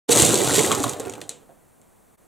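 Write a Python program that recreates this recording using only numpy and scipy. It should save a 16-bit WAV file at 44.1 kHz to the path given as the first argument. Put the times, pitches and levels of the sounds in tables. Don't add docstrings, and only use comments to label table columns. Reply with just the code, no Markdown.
import sys
import numpy as np
from scipy import signal
from scipy.fft import rfft, irfft
from scipy.io import wavfile

SR = 44100
rng = np.random.default_rng(int(sys.argv[2]) if len(sys.argv) > 2 else 0)


def pcm_store(signal):
    levels = np.round(np.clip(np.atleast_2d(signal), -1, 1) * 32767)
    wavfile.write(sys.argv[1], SR, levels.astype(np.int16).T)


def convert_level_to_amplitude(level_db):
    exponent = np.asarray(level_db, float) / 20
    return 10 ** exponent


N = 100107

# frequency_hz, density_db
HUSH_TONE = [(30, -8.5), (200, -4), (800, -11), (2100, -24), (3000, -29.5), (5200, -31), (8500, -22.5),
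             (16000, -26)]
HUSH_DB = -56.5
# frequency_hz, correlation [-1 to 1]
HUSH_SAME = [(60, -0.073), (290, -0.56), (640, 0.068), (1400, 0.56), (2400, 1), (7400, 0.98), (9000, 0.6),
             (15000, -0.3)]
# frequency_hz, difference_db
HUSH_LEAN = [(60, -1.6), (950, 0.19), (15000, 0)]

# start_s, level_db, thump_relative_db, collisions_per_ms
FALL = [
    [(0.085, -25.5, -5, 2.6), (0.093, -23.5, -3.5, 1.3), (0.125, -10.5, -14, 1.27), (0.143, -22, -5, 1.25),
     (0.161, -12.5, -5.5, 1.2), (0.255, -15.5, -6.5, 1.62), (0.329, -20.5, -0.5, 1.23),
     (0.36, -21.5, -5.5, 1.134)],
    [(0.39, -23, 0, 1.3), (0.526, -20.5, -2, 1.33), (0.57, -17.5, -3.5, 1.3), (0.822, -34.5, 6, 1.32),
     (0.834, -19.5, -16, 0.85), (0.856, -39, 11.5, 1.4), (0.9, -34.5, 2, 1.3), (0.95, -47.5, 13, 1.12)],
]
# start_s, level_db, thump_relative_db, collisions_per_ms
SETTLE = [
    (1.0, -45, 7.5, 0.71),
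    (1.1, -55, 19.5, 0.6),
    (1.19, -61.5, 19, 0.6),
    (1.25, -57, 15, 0.3),
    (1.35, -66, 13.5, .5),
    (1.449, -72.5, 14.5, 0.47),
]
# start_s, tick_peak_db, thump_relative_db, tick_pitch_hz, thump_pitch_hz
HITS = [(0.0916, -12, 0, 7670, 464), (0.121, -13, -4, 7450, 478), (0.1593, -3.5, -1.5, 7810, 493),
        (0.1978, 0.5, -9, 8070, 339), (0.2113, -13, -4.5, 8100, 253), (0.2477, -12, -4.5, 7510, 505),
        (0.3344, -10.5, -18.5, 7603, 433.7), (0.3553, -4.5, -14, 7190, 344), (0.3755, -12.5, 1, 7810, 464),
        (0.4453, -10, -10.5, 7900, 506), (0.5344, -17, -8.5, 8620, 530), (0.5513, -20, -2, 7950, 335),
        (0.592, -8.5, -7.5, 2248, 445), (0.7163, -5, 2, 3300, 1240), (0.7265, -13.5, 6.5, 2218, 1045),
        (0.7494, -10.5, -31.5, 6815, 487), (0.7869, -22, -19, 2120, 294), (0.7953, -19, -12, 7150, 258),
        (0.8017, -15, -20, 6940, 336), (0.8301, -14.5, -9.5, 7360, 261), (0.8405, -16.5, 12.5, 3833, 1150),
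        (0.8695, -21.5, -10, 8100, 479), (0.8946, -9.5, -19, 6810, 430), (0.9341, -21.5, 0.5, 8320, 460)]
# start_s, tick_peak_db, thump_relative_db, tick_pitch_hz, thump_pitch_hz
LAST_HITS = [(0.9983, -18.5, 0.5, 12600, 470), (1.0021, -21, 1.5, 7500, 478.7),
             (1.052, -26.5, -13.5, 2600, 358), (1.0584, -30, 0.5, 1755, 350),
             (1.073, -34.5, 7.5, 1650, 353), (1.0814, -29.5, -33, 2290, 452),
             (1.097, -20.5, -36.5, 6900, 344), (1.1248, -29, -4.5, 8580, 326), (1.1372, -23, -2, 2977, 497),
             (1.1532, -29.5, -11, 2680, 489), (1.2055, -36.5, -16.5, 6800, 378),
             (1.2146, -22.5, -16, 8410, 336), (1.2165, -25.5, -3.5, 2027, 600),
             (1.2175, -29, -17, 3300, 397), (1.2241, -36, 2.5, 7900, 328), (1.2394, -35.5, -22, 3440, 363),
             (1.291, -45, 2, 5000, 895), (1.293, -12.5, -17, 4100, 512), (1.8155, -42.5, -10.5, 7670, 507)]
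# start_s, peak_db, pitch_hz
TICKS = [(0.1096, -5.5, 6974), (0.126, -8.5, 7110), (0.1309, -5, 8050), (0.1456, -9.5, 7190),
         (0.1526, -7, 7750), (0.1723, -3.5, 6930), (0.1791, -2.5, 7110), (0.2018, -2.5, 7760),
         (0.2117, -3.5, 8816), (0.2212, 0.5, 7530), (0.2293, -7, 7890), (0.2505, -1, 7750),
         (0.2798, -8.5, 6520), (0.2917, -9, 7060), (0.2976, -14.5, 8330), (0.3053, -9.5, 7280),
         (0.3126, -10.5, 7490), (0.3424, -3.5, 7580), (0.3607, -12.5, 6800), (0.3769, -11.5, 8910),
         (0.3875, -19, 7320), (0.414, -16, 2020), (0.4162, -9, 6840), (0.4573, -17, 7540),
         (0.4717, -14.5, 8720), (0.494, -12, 7007), (0.509, -10.5, 1823), (0.5216, -14, 7632),
         (0.5366, -9.5, 8120), (0.5473, -12, 7320), (0.553, -4.5, 7840), (0.5618, -10, 8700),
         (0.5717, -4.5, 9000), (0.5824, -11.5, 8670), (0.6112, -8, 6760), (0.6252, -10.5, 7630),
         (0.6335, -7, 7330), (0.6476, -9.5, 2180), (0.6623, -8.5, 8400), (0.675, -16.5, 6690),
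         (0.6913, -17.5, 7810), (0.6983, -19, 7930), (0.7043, -17.5, 8280), (0.7085, -18.5, 3060),
         (0.723, -9.5, 6980), (0.7275, -17, 7694), (0.7544, -17, 7540), (0.8154, -25, 7170),
         (0.8203, -19, 7750), (0.8365, -11.5, 7450), (0.8395, -10, 3483), (0.844, -16, 3620),
         (0.8797, -19, 3537), (0.89, -21, 6510), (0.9131, -24, 6750), (0.9252, -22.5, 8720),
         (0.9308, -29, 7287), (0.9707, -32.5, 8310)]
# start_s, peak_db, pitch_hz
THUMPS = [(.096, -8.5, 470), (.132, -15.5, 447), (.165, -10, 378.9), (.222, -11, 157.5), (.312, -14, 347),
          (.338, -9, 434), (.495, -9, 1370), (.47, -22.5, 125), (.58, -10, 438), (.592, -19.5, 2230),
          (.785, -27, 115), (.71, -8.5, 1105), (0.722, -14, 950), (0.804, -16, 298), (.844, -16, 752),
          (.847, -19.5, 1320), (0.935, -25.5, 474), (1.493, -40, 692), (1.4985, -42, 582),
          (1.5061, -41, 588.5), (1.518, -48, 695), (1.798, -54, 199), (2.263, -57.5, 394)]
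SHOWER_DB, FINE_TICKS_DB, LOUD_TICKS_DB, HIT_DB, HIT_THUMP_DB = -2.5, -2, 1, 2, -3
TICK_SPREAD_DB, THUMP_SPREAD_DB, THUMPS_PER_TICK = 3, 3.5, 0.74

# frequency_hz, density_db
TICK_TONE = [(700, -38), (1900, -15.5), (3900, -4.5), (5200, -10.5), (7800, -3), (10000, -7), (12500, -14),
             (16000, -26)]
# frequency_hz, density_db
THUMP_TONE = [(60, -33.5), (110, -15.5), (200, -11), (370, -5), (520, -2.5), (800, -9), (1300, -15.5),
              (2600, -28)]
RISE_S, SNAP_T60_S = 0.00022, 0.0015
TICK_T60_S, TICK_RING_CYCLES, TICK_RING_DB = 0.0044, 14, -4
THUMP_T60_S, THUMP_RING_CYCLES, THUMP_RING_DB = 0.073, 20, 1
REBOUND_S, REBOUND_DB = 0.0011, -1.5

# delay_s, level_db
ECHOES = [
    (.0028, -9.5),
    (.0063, -14),
    (0.0109, -18.5),
    (0.02, -17.5),
    (0.025, -26),
]
# frequency_hz, t60_s
ROOM_T60 = [(100, 0.46), (500, 0.31), (2500, 0.35), (4500, 0.22), (7500, 0.28), (11000, 0.12),
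            (15000, 0.061)]
WALL_HZ, ROOM_DB, THUMP_ROOM_DB = 9000, -10, -7
PATH_HOLD_S, SMEAR_HOLD_S = 0.035, 0.018

# frequency_hz, correlation [-1 to 1]
PENS_SAME = [(60, .88), (300, .92), (700, .86), (1700, .8), (2600, 1), (8200, .993), (9100, .9),
             (11000, 0.13)]
# frequency_hz, difference_db
PENS_LEAN = [(60, -10), (130, -11.5), (290, -6.5), (640, -3), (1400, .4), (2400, 0.23), (15000, -0.05)]
# frequency_hz, phase_rad
PENS_LEAD = [(60, .3), (700, 0.85), (2400, 0.02)]
NOTCH_HZ, NOTCH_Q, NOTCH_SHARE = 5087, 7, 0.4
BASS_CUT_HZ, EDGE_HZ = 70, 15800
START_S, FADE_IN_S = 0.079, 0.0135
DIP_S, DIP_FALL_S, DIP_RISE_S, DIP_DB = 2.168, 0.014, 0.014, -22.5


def evened(x):
    return x / np.sqrt(np.mean(x ** 2) + 1e-20)


def read(points, hz):
    f, value = np.transpose(points)
    return np.interp(np.log(hz + 1), np.log(f + 1), value)


def add(mix, s, sound):
    part = mix[round(s * SR):][:len(sound)]
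    part += sound[:len(part)]


def colour(x, tone):
    log_gain = np.log(convert_level_to_amplitude(read(tone, abs(np.fft.fftfreq(8192, 1 / SR)))))
    taps = np.fft.ifft(np.exp(np.conj(signal.hilbert(log_gain)))).real[:3000]
    return signal.fftconvolve(x, taps[:len(x)])[:len(x)]


def room_hush():
    return [convert_level_to_amplitude(HUSH_DB) * evened(colour(noise, HUSH_TONE)) for noise in rng.standard_normal((2, N))]


def body(low_hz, high_hz, t60, tone, count, snap_db, main_hz, main_db, main_t60):
    t = np.arange(0, min(2 * max(t60, main_t60) + 0.004, 0.09), 1 / SR)
    place, strength, damping = rng.random((count, 3)).T
    mode_hz = low_hz * (high_hz / low_hz) ** ((np.arange(count) + place) / count)
    modes = np.zeros(len(t))
    for hz, a, d in zip(mode_hz, strength, damping):
        modes += a * np.sin(2 * np.pi * hz * t) * convert_level_to_amplitude(-60 * t / (t60 * (0.5 + d)))
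    impact = rng.standard_normal(len(t)) + 9 * (t == t[8])
    snap = convert_level_to_amplitude(snap_db - 60 * t / SNAP_T60_S) * impact
    x = colour(modes + snap, tone)
    x = x / abs(x).max()
    if main_hz:
        x = x + convert_level_to_amplitude(main_db - 60 * t / main_t60) * np.sin(2 * np.pi * main_hz * t)
    x = x * np.minimum((t + 1 / SR) / RISE_S, 1)
    return x / abs(x).max()


def tick(main_hz=None):
    x = body(1800, 15000, TICK_T60_S, TICK_TONE, count=12, snap_db=12.5, main_hz=main_hz,
             main_db=TICK_RING_DB, main_t60=TICK_RING_CYCLES / (main_hz or SR))
    lag = round(REBOUND_S * SR * rng.uniform(0.7, 1.6))
    return x + convert_level_to_amplitude(REBOUND_DB) * np.roll(x, lag) * (np.arange(len(x)) >= lag)


def thump(main_hz=None):
    t60 = min(THUMP_T60_S, THUMP_RING_CYCLES / main_hz) if main_hz else THUMP_T60_S
    return body(110.5, 2201, t60, THUMP_TONE, count=10, snap_db=24, main_hz=main_hz,
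                main_db=THUMP_RING_DB, main_t60=t60)


def shower(sound, per_ms, level_db, spread_db, count=40):
    chance = np.clip(per_ms, 0.03, 9) * 1000 / SR
    size = convert_level_to_amplitude(spread_db * np.minimum(rng.exponential(1, N), 4)) * (rng.random(N) < chance)
    which = rng.integers(0, count, N)
    blows = size * rng.choice([-1., 1.], N) / np.sqrt(chance)
    x = sum(signal.oaconvolve(blows * (which == k), evened(sound()))[:N] for k in range(count))
    return evened(x) * convert_level_to_amplitude(level_db), evened(blows) * convert_level_to_amplitude(level_db)


def echoes():
    x = np.zeros(2000)
    for s, db in ECHOES:
        add(x, s * rng.uniform(0.85, 1.15), convert_level_to_amplitude([db]))
    return signal.lfilter(*signal.butter(2, WALL_HZ, fs=SR), x)


def room():
    taps = np.zeros(SR // 2)
    at = np.arange(200, len(taps) - 20, 20)
    taps[at + rng.integers(0, 20, len(at))] = rng.choice([-1., 1.], len(at))
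    hz, t, z = signal.stft(taps, SR, nperseg=256)
    decay = convert_level_to_amplitude(-60 * t / read(ROOM_T60, hz)[:, None])
    tail = signal.istft(z * decay, SR, nperseg=256)[1]
    return tail / np.linalg.norm(tail)


def shifting(x, response, count, hold_s):
    turn = np.arange(N) / (hold_s * SR)
    out = np.zeros(N)
    for k in range(count):
        away = abs((turn - k + count / 2) % count - count / 2)
        share = np.cos(np.pi / 2 * np.minimum(away, 1))
        out += signal.oaconvolve(x * share, response())[:N]
    return out


def pens():
    s, level_db, thump_db, per_ms = np.transpose(list(FALL[0]) + list(FALL[1]) + list(SETTLE))
    t = np.arange(N) / SR
    level_db, thump_db, per_ms = (np.interp(t, s, v) for v in (level_db, thump_db, per_ms))
    level_db = level_db + SHOWER_DB - 100 * np.maximum(t - s[-1], 0)
    high, blows = shower(tick, per_ms, level_db + FINE_TICKS_DB, TICK_SPREAD_DB)
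    low = shower(thump, THUMPS_PER_TICK * per_ms, level_db + thump_db, THUMP_SPREAD_DB)[0]

    def add_tick(at, db, hz):
        sound = convert_level_to_amplitude(db) * tick(hz)
        add(high, at, sound)
        add(blows, at, np.linalg.norm(sound, keepdims=True))

    for at, db, rel_db, hz, low_hz in list(HITS) + list(LAST_HITS):
        add_tick(at, db + HIT_DB, hz)
        add(low, at, convert_level_to_amplitude(db + rel_db + HIT_THUMP_DB) * thump(low_hz))
    for at, db, hz in TICKS:
        add_tick(at, db + LOUD_TICKS_DB, hz)
    for at, db, hz in THUMPS:
        add(low, at, convert_level_to_amplitude(db) * thump(hz))

    far_ticks = evened(colour(blows, TICK_TONE)) * np.std(high) * convert_level_to_amplitude(ROOM_DB)
    far = far_ticks + low * convert_level_to_amplitude(THUMP_ROOM_DB)
    direct = high + low
    near = direct + shifting(direct, echoes, count=7, hold_s=PATH_HOLD_S)
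    heard = near + shifting(far, room, count=4, hold_s=PATH_HOLD_S)
    return signal.sosfilt(signal.butter(4, BASS_CUT_HZ, "high", fs=SR, output="sos"), heard)


def smear():
    x = rng.standard_normal(400) * convert_level_to_amplitude(-8000 * np.arange(400) / SR)
    return x / np.linalg.norm(x)


def ports(a, b, same, lean, lead):
    hz = np.fft.rfftfreq(N, 1 / SR)
    angle = np.arccos(np.clip(read(same, hz), -1, 1)) / 2
    tilt = convert_level_to_amplitude(read(lean, hz) / 2)
    a = rfft(a) * np.cos(angle)
    b = rfft(b) * np.sin(angle)
    first = tilt * (a + b) * np.exp(1j * read(lead, hz))
    second = (a - b) / tilt
    return irfft(np.array([first, second]), N)


def scene():
    hush = ports(*room_hush(), HUSH_SAME, HUSH_LEAN, [(60, 0.0029), (9000, 0.0058)])
    a = pens()
    scattered = shifting(a, smear, count=9, hold_s=SMEAR_HOLD_S)
    return hush + ports(a, scattered, PENS_SAME, PENS_LEAN, PENS_LEAD)


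def top_cut(x):
    return signal.sosfilt(signal.butter(12, 16470, fs=SR, output="sos"), x)


def record(dry):
    t = np.arange(N) / SR
    fade = np.clip((t - START_S) / FADE_IN_S, 0, 1) ** 2
    dip = convert_level_to_amplitude(DIP_DB * np.interp(t, [DIP_S - DIP_FALL_S, DIP_S, DIP_S + DIP_RISE_S], [0, 1, 0]))
    heard = dry - NOTCH_SHARE * signal.lfilter(*signal.iirpeak(NOTCH_HZ, NOTCH_Q, SR), dry)
    clipped = np.clip(heard * fade * dip, -1, 1)
    band_limit = signal.firwin(255, EDGE_HZ, window=("kaiser", 9), fs=SR)
    mix = signal.oaconvolve(clipped, band_limit[None], "same")
    return top_cut(mix)


dry = scene()
out = record(dry)
pcm_store(out)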